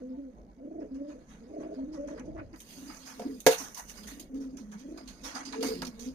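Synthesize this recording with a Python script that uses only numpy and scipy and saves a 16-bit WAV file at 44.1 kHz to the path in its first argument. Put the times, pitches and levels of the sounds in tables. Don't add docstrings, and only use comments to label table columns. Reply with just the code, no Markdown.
import sys
import numpy as np
from scipy import signal
from scipy.fft import rfft, irfft
from scipy.io import wavfile

SR = 44100
rng = np.random.default_rng(int(sys.argv[2]) if len(sys.argv) > 2 else 0)


def transcribe(u):
    v = np.clip(np.atleast_2d(u).T, -1, 1)
    q = np.round(v * 32767).astype(np.int16)
    wavfile.write(sys.argv[1], SR, q)


N = 270774
CUT_S = 2.56

# start and length in seconds, first and last pitch in Hz, first and last
# level in dB, octave against the fundamental in dB, voice (clear, husky or trill).
SYLLABLES = [(0.001, 0.019, 287, 261, -49.5, -46, -3, "husky"),
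             (0.016, 0.13, 252, 255.5, -47, -45, -14.5, "clear"),
             (0.169, 0.12, 284.7, 255, -42.5, -52, -9.5, "clear"),
             (0.335, 0.24, 225.6, 219.6, -72, -86, -28, "trill"),
             (0.557, 0.12, 244.4, 287, -60, -39, -7, "husky"),
             (0.706, 0.13, 325.5, 295.8, -45.5, -46.5, -2.5, "trill"),
             (0.823, 0.075, 302, 274.6, -46, -57, 0.5, "husky"),
             (.905, 0.074, 261.7, 267.9, -45.5, -37, -11, "clear"),
             (0.996, 0.1397, 278, 296.9, -41.5, -43, -2, "clear"),
             (1.147, 0.072, 252.4, 303.2, -57, -57.5, 0.5, "trill"),
             (1.272, 0.08, 230, 198.6, -66, -52.5, -32, "trill"),
             (1.398, 0.073, 213, 232.8, -54, -52, -12, "husky"),
             (1.492, .075, 289.4, 310, -50, -44, 1, "husky"),
             (1.575, .17, 300, 300, -42.5, -49, -1.5, "trill"),
             (1.758, 0.08, 261.8, 265, -43, -33.5, -11.5, "clear"),
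             (1.857, 0.1, 292.6, 313.5, -47, -41, -10, "clear"),
             (1.974, 0.085, 276.7, 288, -43, -42, 6, "clear"),
             (2.062, 0.089, 297.8, 286.1, -42, -47, 2.5, "husky"),
             (2.193, 0.058, 256, 250.3, -48, -46, -11.5, "trill"),
             (2.267, 0.067, 300.2, 303.6, -46, -53, -1.5, "husky"),
             (2.343, 0.09, 323, 288.6, -45.5, -47, 1, "husky"),
             (2.526, 0.028, 296, 297.4, -49.5, -72, -5, "trill"),
             (2.761, 0.14, 250.5, 289.2, -49.5, -47.5, -26, "husky"),
             (2.975, 0.21, 254.4, 254.3, -60.5, -59, -13, "husky"),
             (3.193, 0.031, 209.9, 214, -48, -44, -16, "husky"),
             (3.249, 0.14, 281.4, 238.7, -33.5, -57.5, -22, "husky"),
             (3.599, 0.037, 256.6, 289.3, -45.5, -65, -26, "husky"),
             (3.987, 0.1, 202.1, 207.2, -55.5, -55, -14, "husky"),
             (4.111, 0.12, 266.3, 291.5, -52, -48.5, -18, "husky"),
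             (4.293, 0.04, 269.3, 254, -47, -56, -12.5, "clear"),
             (4.328, 0.096, 264.5, 275.7, -37, -37, -19, "clear"),
             (4.436, 0.05, 263, 261.6, -38, -41.5, -13.5, "clear"),
             (4.527, 0.092, 261.8, 265.6, -46, -46, -20, "husky"),
             (4.626, 0.15, 204.4, 207, -52, -50, -25, "husky"),
             (4.788, 0.097, 232.3, 292, -54, -43, -14, "husky"),
             (4.902, .11, 294.6, 317, -49, -52.5, -4.5, "trill"),
             (5.019, 0.18, 255.4, 243.5, -51.5, -65, -42, "trill"),
             (5.21, 0.077, 249, 276.7, -55.5, -48, -7, "husky"),
             (5.336, 0.12, 262.7, 271.3, -49.5, -51, -21, "husky"),
             (5.46, .11, 263, 270, -47.5, -44, -23, "husky"),
             (5.576, 0.097, 260.2, 266.7, -41, -36, -22, "husky"),
             (5.69, 0.2, 266.7, 248.7, -41, -50.5, -18, "husky"),
             (5.929, 0.12, 212.6, 241.4, -52, -56, -12, "clear"),
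             (6.056, 0.073, 249.5, 265.5, -40.5, -53.5, -18.5, "clear")]
THROB_DEPTH = {"clear": .16, "husky": .6, "trill": .86}


def coo():
    waver, trill_bend, hoarseness = .008, .11, .33
    strand_ratio, strand_db = .88, -11
    octave_steady = .35
    gain, hz, octave_db, depth = phrase()
    puffs, swing = throb(depth)
    phase = 2 * np.pi * np.cumsum(hz * (1 + waver * drift(58) + trill_bend * depth * swing)) / SR
    rough = [1 + hoarseness * depth * (drift(59) + 1j * drift(72)) for _ in range(2)]
    fundamental = rough[0] * np.exp(1j * phase)
    octave = amp(octave_db + 2 * drift(20)) * rough[1] * np.exp(2j * phase)
    strand = amp(strand_db) * depth * drift(20) * np.exp(1j * strand_ratio * phase)
    swell = np.hypot(np.sqrt(2) * gain * puffs, accents())
    held = octave_steady * np.sqrt(2) * gain + (1 - octave_steady) * swell
    voice = (swell * (fundamental + strand) + held * octave).real
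    voice /= np.sqrt(1 + 2 * (hoarseness * depth) ** 2)
    return butter(voice, 6, 700, "low")


def phrase():
    arch = {"clear": .02, "husky": .03, "trill": .035}
    attack_s, fade_db_per_s, octave_growth_db = .023, 545.5, 3.5
    gain, knots = np.full(N, amp(-74)), []
    for start, length, hz, end_hz, db, end_db, octave_db, voice in SYLLABLES:
        for part in np.linspace(0, 1, 5):
            pitch = (hz + part * (end_hz - hz)) * (1 + arch[voice] * np.sin(np.pi * part))
            grown_db = octave_db + octave_growth_db * (part - .5)
            knots.append((start + part * length, pitch, grown_db, THROB_DEPTH[voice]))
        at = round(start * SR)
        n = np.arange(at, min(at + SR // 2, N))
        age = n / SR - start
        edges = np.clip(age / attack_s, 0, 1) * amp(-fade_db_per_s * np.maximum(age - length, 0))
        gain[n] = np.maximum(gain[n], edges * amp(np.interp(age, [0, length], [db, end_db])))
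    return gain, *in_time(sorted(knots))


def throb(depth, puffs_per_s=30, unevenness=.3):
    cycles = np.cumsum(puffs_per_s * np.exp(unevenness * drift(9.64))) / SR
    strength = amp(1.5 * rng.standard_normal(600))[cycles.astype(int) % 600]
    puffs = strength * np.sin(np.pi * cycles) ** 2
    return 1 - depth + depth * rms_one(puffs), np.sin(2 * np.pi * cycles)


def accents(smooth_puff_s=.055, pulsed_puff_s=.026):
    beat_s = {"clear": .075, "husky": .06, "trill": .066}
    lift_db = {"clear": 5, "husky": 4.5, "trill": 7}
    out, uneven_db = np.zeros(N + SR), 2 * rng.standard_normal((len(SYLLABLES), 12))
    for (start, length, _, _, db, end_db, _, voice), chances in zip(SYLLABLES, uneven_db):
        size = round(SR * (smooth_puff_s + (pulsed_puff_s - smooth_puff_s) * THROB_DEPTH[voice]))
        puff = np.sin(np.pi * (np.arange(size) / size) ** .8)
        for age, chance_db in zip(np.arange(0, length - size / SR / 2, beat_s[voice]), chances):
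            at = round((start + age) * SR)
            peak = amp(db + (end_db - db) * age / length + lift_db[voice] + chance_db)
            out[at:at + size] = np.maximum(out[at:at + size], peak * puff)
    return out[:N]


def mate(peak_at=.62, edge_db=-12.5, rise_hz_per_s=50, breath=.36):
    # start in seconds, length in seconds, pitch in Hz, level at the crest in dB.
    notes = [(0.697, 0.21, 425, -52), (1.49, .14, 419.5, -49.5), (1.685, 0.086, 414, -47.5),
             (2.12, 0.072, 449, -48), (3.178, 0.21, 436, -50), (4.309, 0.14, 439.4, -51.5),
             (5.51, .16, 450, -42), (5.63, .12, 440, -35.5), (5.923, 0.22, 439.7, -60)]
    out, t = np.zeros(N), np.arange(N) / SR
    for start, length, hz, db in notes:
        age = t - start
        swell_db = np.interp(age, [0, peak_at * length, length], [edge_db, 0, edge_db])
        fade = np.clip(np.minimum(age, length - age) / .0073, 0, 1)
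        glide = hz + rise_hz_per_s * (age - length / 2)
        out += fade * amp(db + swell_db) * np.sin(2 * np.pi * np.cumsum(glide) / SR + .35 * drift(30))
    return np.sqrt(2) * out * amp(2 * drift(20)) * (1 + breath * drift(60))


def grunts(throat_width_hz=190):
    # start and length in seconds, pitch in Hz, first and last resonance in Hz, level in dB.
    calls = [(.105, .09, 226, 900, 720, -63), (.32, .11, 210, 650, 1150, -64),
             (.455, .065, 200, 760, 900, -63), (.575, .06, 218, 650, 650, -62),
             (1.485, .05, 200, 780, 780, -62), (1.645, .04, 325, 650, 650, -46),
             (1.71, .035, 320, 640, 640, -46), (1.778, .03, 310, 620, 620, -38),
             (5.7, .21, 178, 230, 150, -48)]
    out = np.zeros(N)
    breaths = [1 + .5 * drift(37) for _ in range(6)]
    for start, length, hz, first_hz, last_hz, db in calls:
        n = np.arange(round(start * SR), round((start + length) * SR))
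        part = (n - n[0]) / len(n)
        throat_hz = first_hz + part * (last_hz - first_hz)
        swell = amp(db) * np.sin(np.pi * part)
        for k, breath in enumerate(breaths, 1):
            resonance = np.exp(-((k * hz - throat_hz) / throat_width_hz) ** 2)
            out[n] += swell * breath[n] * resonance * np.sin(2 * np.pi * k * hz * n / SR + k * k)
    return np.sqrt(2) * out


def knocks(crack_db=4.5, crack_t60_s=.06):
    # start in seconds, level in dB,
    # favoured frequency in Hz, fall away from it in dB per octave.
    blows = [(3.4646, -13.5, 490, 1.5), (3.482, -26.5, 482, 19), (3.195, -34, 680, 14),
             (3.222, -42, 680, 14), (5.627, -37.5, 750, 2), (5.820, -29.5, 1240, 15)]
    # frequency in Hz, level in dB, ring time to -60 dB in seconds.
    board_modes = [(90, -27, .05), (163, -14, 0.13), (280, -8, 0.09), (452, 0, 0.12), (490, -8, .08),
                   (517, 0, 0.125), (600, -6, 0.06), (700, -2, 0.07), (770, -10, 0.062), (855, -12, 0.09),
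                   (934, -6, 0.12), (1047, -8, 0.047), (1364, -6, 0.027), (1670, -8.5, 0.065),
                   (2050, -11, 0.066)]
    starts, blow_db, favoured_hz, fall_db = np.transpose(blows)
    at = np.round(starts * SR).astype(int)
    body, clicks = np.zeros((2, N))
    for k, (hz, db, t60) in enumerate(board_modes):
        clicks[at] = amp(blow_db + db - fall_db * np.abs(np.log2(hz / favoured_hz)))
        body += (-1) ** k * ring(clicks, hz, t60)
    clicks[at] = amp(blow_db - fall_db)
    crack = die_away(clicks, crack_t60_s) * rng.standard_normal((2, N))
    return body, amp(crack_db) * butter(crack, 2, 600, "high")


def rustle(grains_per_s=900, grit_share=.2, tick_rise_s=.0027):
    # start in seconds, level in dB, relative level of the dull band in dB,
    # time to fall 60 dB in seconds, favoured frequency in Hz, rise in seconds.
    scuffs = [(0.79, -73, 5, 0.18, 5240, 0.017), (1.07, -64.5, -6, 0.35, 6480, 0.024),
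              (1.26, -60.5, -9.5, 0.32, 1991, 0.065), (1.58, -65.5, 3, 0.22, 1141, 0.045),
              (1.70, -67.5, -22, .3, 4625, 0.051), (1.905, -61, -4, 0.35, 5580, 0.04),
              (2.165, -61.5, 4, 0.16, 1104, 0.015), (2.245, -69, -12, 0.13, 5730, .015),
              (2.345, -74, 18, 0.13, 1075, 0.043), (2.66, -54, -53, 0.6, 4450, 0.059),
              (2.882, -59, 3.5, 0.23, 1000, .012), (3.05, -49, -8, 0.52, 5300, 0.018),
              (3.50, -31.5, -11.5, 0.21, 2695, 0.018), (3.565, -40.5, -10, 0.46, 5670, 0.023),
              (3.755, -41.5, -10.5, 0.17, 950, 0.029), (3.865, -48, -20, 0.14, 5710, 0.037),
              (4.065, -45, -16.5, 0.37, 1879, 0.014), (4.395, -59.5, -13, 0.29, 5400, 0.021),
              (4.775, -56, -17, 0.2, 6016, 0.024), (5.225, -40.5, -9.5, 0.37, 5580, 0.03),
              (5.34, -40, -6.5, 0.28, 1302, 0.018), (5.655, -42.5, -70, 0.51, 4502, 0.019),
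              (5.99, -46, -21, 0.29, 6330, 0.0071), (6.03, -53, -37, 0.16, 5790, 0.034)]
    ticks = [(0.943, -66.5, -4.5, 0.27, 5040), (2.0716, -58.5, -3, 0.43, 5910),
             (2.1937, -52, -9, 0.033, 2920), (2.528, -62, 2, 0.16, 2005), (2.558, -58, -26, 0.028, 3010),
             (2.601, -49, -25, 0.12, 3100), (3.1911, -65.5, 4, 0.44, 1004), (3.4016, -46, -87, 0.082, 7000),
             (3.744, -44, -21, 0.15, 5600), (3.8929, -49, -17, 0.099, 2906),
             (3.971, -49.5, -12.5, 0.15, 6010), (4.03, -53, -20, 0.32, 3197),
             (4.1945, -46, -91, 0.14, 6500), (4.3424, -63.5, -9, 0.62, 4660), (4.568, -53, -15, 0.26, 5725),
             (4.7146, -54.5, -6, 0.27, 900), (4.9728, -50.5, -11.5, 0.18, 1217),
             (5.0739, -46, -20, 0.24, 4360), (5.45, -42.5, -18, 0.3, 4600), (5.5227, -44, -4.5, 0.21, 4090),
             (5.606, -45.5, -17, 0.27, 4433), (5.6251, -35, -10.5, 0.29, 4700),
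             (5.8172, -35.5, -10.5, 0.061, 4374), (5.848, -40, -18, 0.059, 4750),
             (5.8656, -42.5, -25, 0.11, 5605)]
    # time in seconds, bright level in dB, dull level in dB.
    shuffle = [(0.0, -75, -80), (0.49, -82.5, -84), (1.35, -71.5, -76.5), (2.05, -73.5, -77),
               (2.52, -77, -81), (2.56, -63.5, -80), (2.9, -52, -67.5), (3.26, -60, -74),
               (3.7, -63.5, -81.5), (4.0, -55.5, -68.5), (4.33, -77, -81.5), (5.5, -56, -70),
               (6.14, -66.5, -75)]
    # time in seconds, level against the bright band in dB.
    air_fader = [(0, -7), (2.52, -18.5), (2.58, 4.5), (3.0, -4), (3.45, 2.5), (4.25, 0.5), (4.45, -4),
                 (5.1, -9), (5.3, -5), (5.5, -32), (5.64, 0), (5.85, -6), (6.0, -4)]
    # frequency in Hz, spectral density in dB.
    bright = [(1800, -15), (2800, -10), (4000, -8), (5300, -1.5), (6200, 5), (7200, -3.5), (9000, -5.5),
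              (11000, -9)]
    dull = [(350, -18.5), (600, -6), (900, -2), (1500, -1), (2300, -3.5), (3200, -18.5)]
    airy = [(7000, -7), (9000, -0.5), (12000, 0), (15500, -4.5)]
    bright_db, dull_db = in_time(shuffle)
    events = scuffs + [(*tick, tick_rise_s) for tick in ticks]
    gains = np.sqrt(amp([bright_db, dull_db, bright_db]) ** 2 + strokes(events))
    gains[2] *= amp(in_time(air_fader)[0])
    grains = (rng.random(N) < grains_per_s / SR) * rng.exponential(1, N)
    grit = 1 - grit_share + grit_share * rms_one(signal.lfilter([1], [1, -.98], grains))
    scrape = np.zeros((2, N))
    for gain, spectrum in zip(gains, (bright, dull, airy)):
        flicker = amp(drift(27))
        scrape += gain * flicker * shaped(spectrum, rng.standard_normal((2, N)) * grit)
    return hollows(scrape) + grit * scraped_bands(events)


def strokes(events, dull_slower_s=.012):
    power = np.zeros((3, N + SR))
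    for start, db, dull_db, t60, _, rise in events:
        at = round(start * SR)
        stroke = swell_and_die(db, t60, rise + np.array([[0], [dull_slower_s], [0]]))
        air_db = -.059 * (dull_db + 9)
        power[:, at:at + SR] += (amp([[0], [dull_db], [air_db]]) * stroke) ** 2
    return power[:, :N]


def scraped_bands(events, relative_db=-5.5, relative_width=.09):
    out, white = np.zeros((2, N + SR)), rng.standard_normal((2, N + SR))
    edge, size = 1 + relative_width / 2, SR // 2
    for start, db, dull_db, t60, hz, rise in events:
        at = round(start * SR)
        band = rms_one(butter(white[:, at:at + size], 1, [hz / edge, hz * edge], "band"))
        band_db = db + max(dull_db, 0) + relative_db
        out[:, at:at + size] += band * swell_and_die(band_db, t60, rise)[:size]
    return out[:, :N]


def hollows(x):
    out = x.copy()
    for hz in np.geomspace(900, 4900, 14):
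        gain = amp(6.5 * np.clip(drift(13), -2, 1.5) - 33) * hz / 2000
        out += gain * ring(x, hz, t60=36 / hz)
    return out


def loft(x, tail_t60_s=.16, tail_db=-7, own_gain=.4):
    # frequency in Hz, bandwidth in Hz, level in dB.
    air_modes = [(160, 8, -19), (212, 12, -2), (262, 16.2, -4), (320, 52, -15.5), (439, 38, -12),
                 (508.5, 19.5, 6.5), (610, 9.4, -12)]
    modes = sum(amp(db) * 2 * np.pi * width / SR * ring(x, hz, np.log(1000) / (np.pi * width))
                for hz, width, db in air_modes)
    t = np.arange(SR // 2) / SR
    tails = rng.standard_normal((3, len(t))) * amp(-60 * t / tail_t60_s) * np.minimum(t / .0006, 1)
    tails /= np.sqrt(np.sum(tails ** 2, axis=1, keepdims=True))
    shared, *own = amp(tail_db) * signal.fftconvolve(x[None], tails)[:, :N]
    return modes, shared, own_gain * np.array(own)


def grip(band_hz=(64.7, 111)):
    # time in seconds, level in dB.
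    fader = [(1.9, -82), (2.05, -67), (2.3, -47.5), (2.5, -57.5), (2.75, -80), (2.9, -89)]
    shared, *own = butter(rng.standard_normal((3, N)), 2, band_hz, "band")
    return amp(in_time(fader)[0] + 2.5 * drift(4.5)) * rms_one(shared + 2.9 * np.array(own))


def buzz(clicks_per_s=60.53, first_s=.0037, t60_s=.011):
    clicks = np.zeros(N)
    clicks[(np.arange(first_s, CUT_S, 1 / clicks_per_s) * SR).astype(int)] = 1
    bursts = die_away(clicks * amp(3 * drift(3)), t60_s) * rng.standard_normal(N)
    return amp(-69.5) * butter(bursts, 2, [1500, 7000], "band")


def traffic():
    # frequency in Hz, spectral density in dB.
    spectrum = [(18, 0.5), (30, -13.5), (45, 6.5), (65, -3.5), (90, -17.5), (130, -12), (200, -4),
                (350, -15.5), (600, -17), (1000, -35.5)]
    # time in seconds, level in dB.
    fader = [(0.0, -58.5), (0.96, -55.5), (2.26, -48.5), (2.48, -54), (5.04, -58), (5.99, -49.5)]
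    shared, *own = shaped(spectrum, rng.standard_normal((3, N)))
    return amp(in_time(fader)[0] + 2.9 * drift(2.6)) * (.89 * shared + .4 * np.array(own))


def at_ports(x, off_centre=1, side_lag_s=.00038):
    n = np.arange(N)
    lag = np.where(n < CUT_S * SR, 1, -1) * off_centre * side_lag_s * SR / 2
    return np.array([np.interp(n - lag, n, x), np.interp(n + lag, n, x)])


def amp(db):
    return 10 ** (np.asarray(db) / 20)


def rms_one(x):
    return x / np.sqrt(np.mean(x ** 2) + 1e-20)


def in_time(rows):
    times, *columns = np.transpose(rows)
    return [np.interp(np.arange(N) / SR, times, column) for column in columns]


def drift(hz):
    pole = np.exp(-2 * np.pi * hz / SR)
    return rms_one(signal.lfilter([1], [1, -2 * pole, pole * pole], rng.standard_normal(N + SR))[SR:])


def butter(x, order, hz, kind):
    return signal.sosfilt(signal.butter(order, hz, kind, fs=SR, output="sos"), x)


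def colour(x, hz, db):
    bins_hz = np.maximum(np.arange(4097) * SR / 8192, 1)
    cepstrum = irfft(np.interp(np.log(bins_hz), np.log(hz), db) * np.log(10) / 20)
    cepstrum[1:4096] *= 2
    cepstrum[4097:] = 0
    return signal.fftconvolve(x, irfft(np.exp(rfft(cepstrum))))[:N]


def shaped(spectrum, noises):
    hz, db = np.transpose(spectrum)
    hz, db = np.r_[hz[0] / 2, hz, hz[-1] * 2], np.r_[db[0] - 40, db, db[-1] - 40]
    return np.array([rms_one(colour(noise, hz, db)) for noise in noises])


def ring(x, hz, t60):
    pole, step = amp(-60 / (t60 * SR)), 2 * np.pi * hz / SR
    return signal.lfilter([0, np.sin(step)], [1, -2 * pole * np.cos(step), pole * pole], x + 1e-18)


def die_away(clicks, t60):
    return signal.lfilter([1], [1, -amp(-60 / (t60 * SR))], clicks)


def swell_and_die(db, t60, rise):
    age = np.arange(SR) / SR
    swell = np.sin(np.pi / 2 * np.minimum(age / rise, 1)) ** 2
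    return swell * amp(db - 60 * np.maximum(age - rise, 0) / t60)


def scene():
    birds = coo() + mate() + grunts()
    body, crack = knocks()
    modes, shared_tail, own_tails = loft(birds)
    _, knock_tail, spread = loft(body + .72 * crack[0])
    spread = butter(spread, 2, 510, "high")
    blows = at_ports(body + amp(2.5) * knock_tail, off_centre=.32) + amp(12) * spread + crack
    pigeons = at_ports(birds + modes + shared_tail) + own_tails
    return pigeons + blows + buzz() + rustle() + traffic() + grip()


def record(dry, hiss_db=-88, cutoff_hz=16014):
    # frequency in Hz, left gain in dB, right gain in dB.
    port_colours = [(100, -3.5, -2), (265, 0, 1.5), (1190, -0.5, -0.5), (2400, -3.5, 0), (4360, -8.5, 2.5),
                    (6650, -19, 8), (7040, -18.5, 1), (7770, -6, -3.5), (9800, 1, -24), (10880, -8.5, -19),
                    (12860, -7, -2.5), (15500, -19, -3.5)]
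    hz, *port_db = np.transpose(port_colours)
    heard = np.array([colour(x, hz, db) for x, db in zip(dry, port_db)])
    heard += amp(hiss_db) * rng.standard_normal((2, N))
    return signal.sosfilt(signal.cheby2(14, 60, cutoff_hz, fs=SR, output="sos"), heard)


dry = scene()
out = record(dry)
transcribe(out)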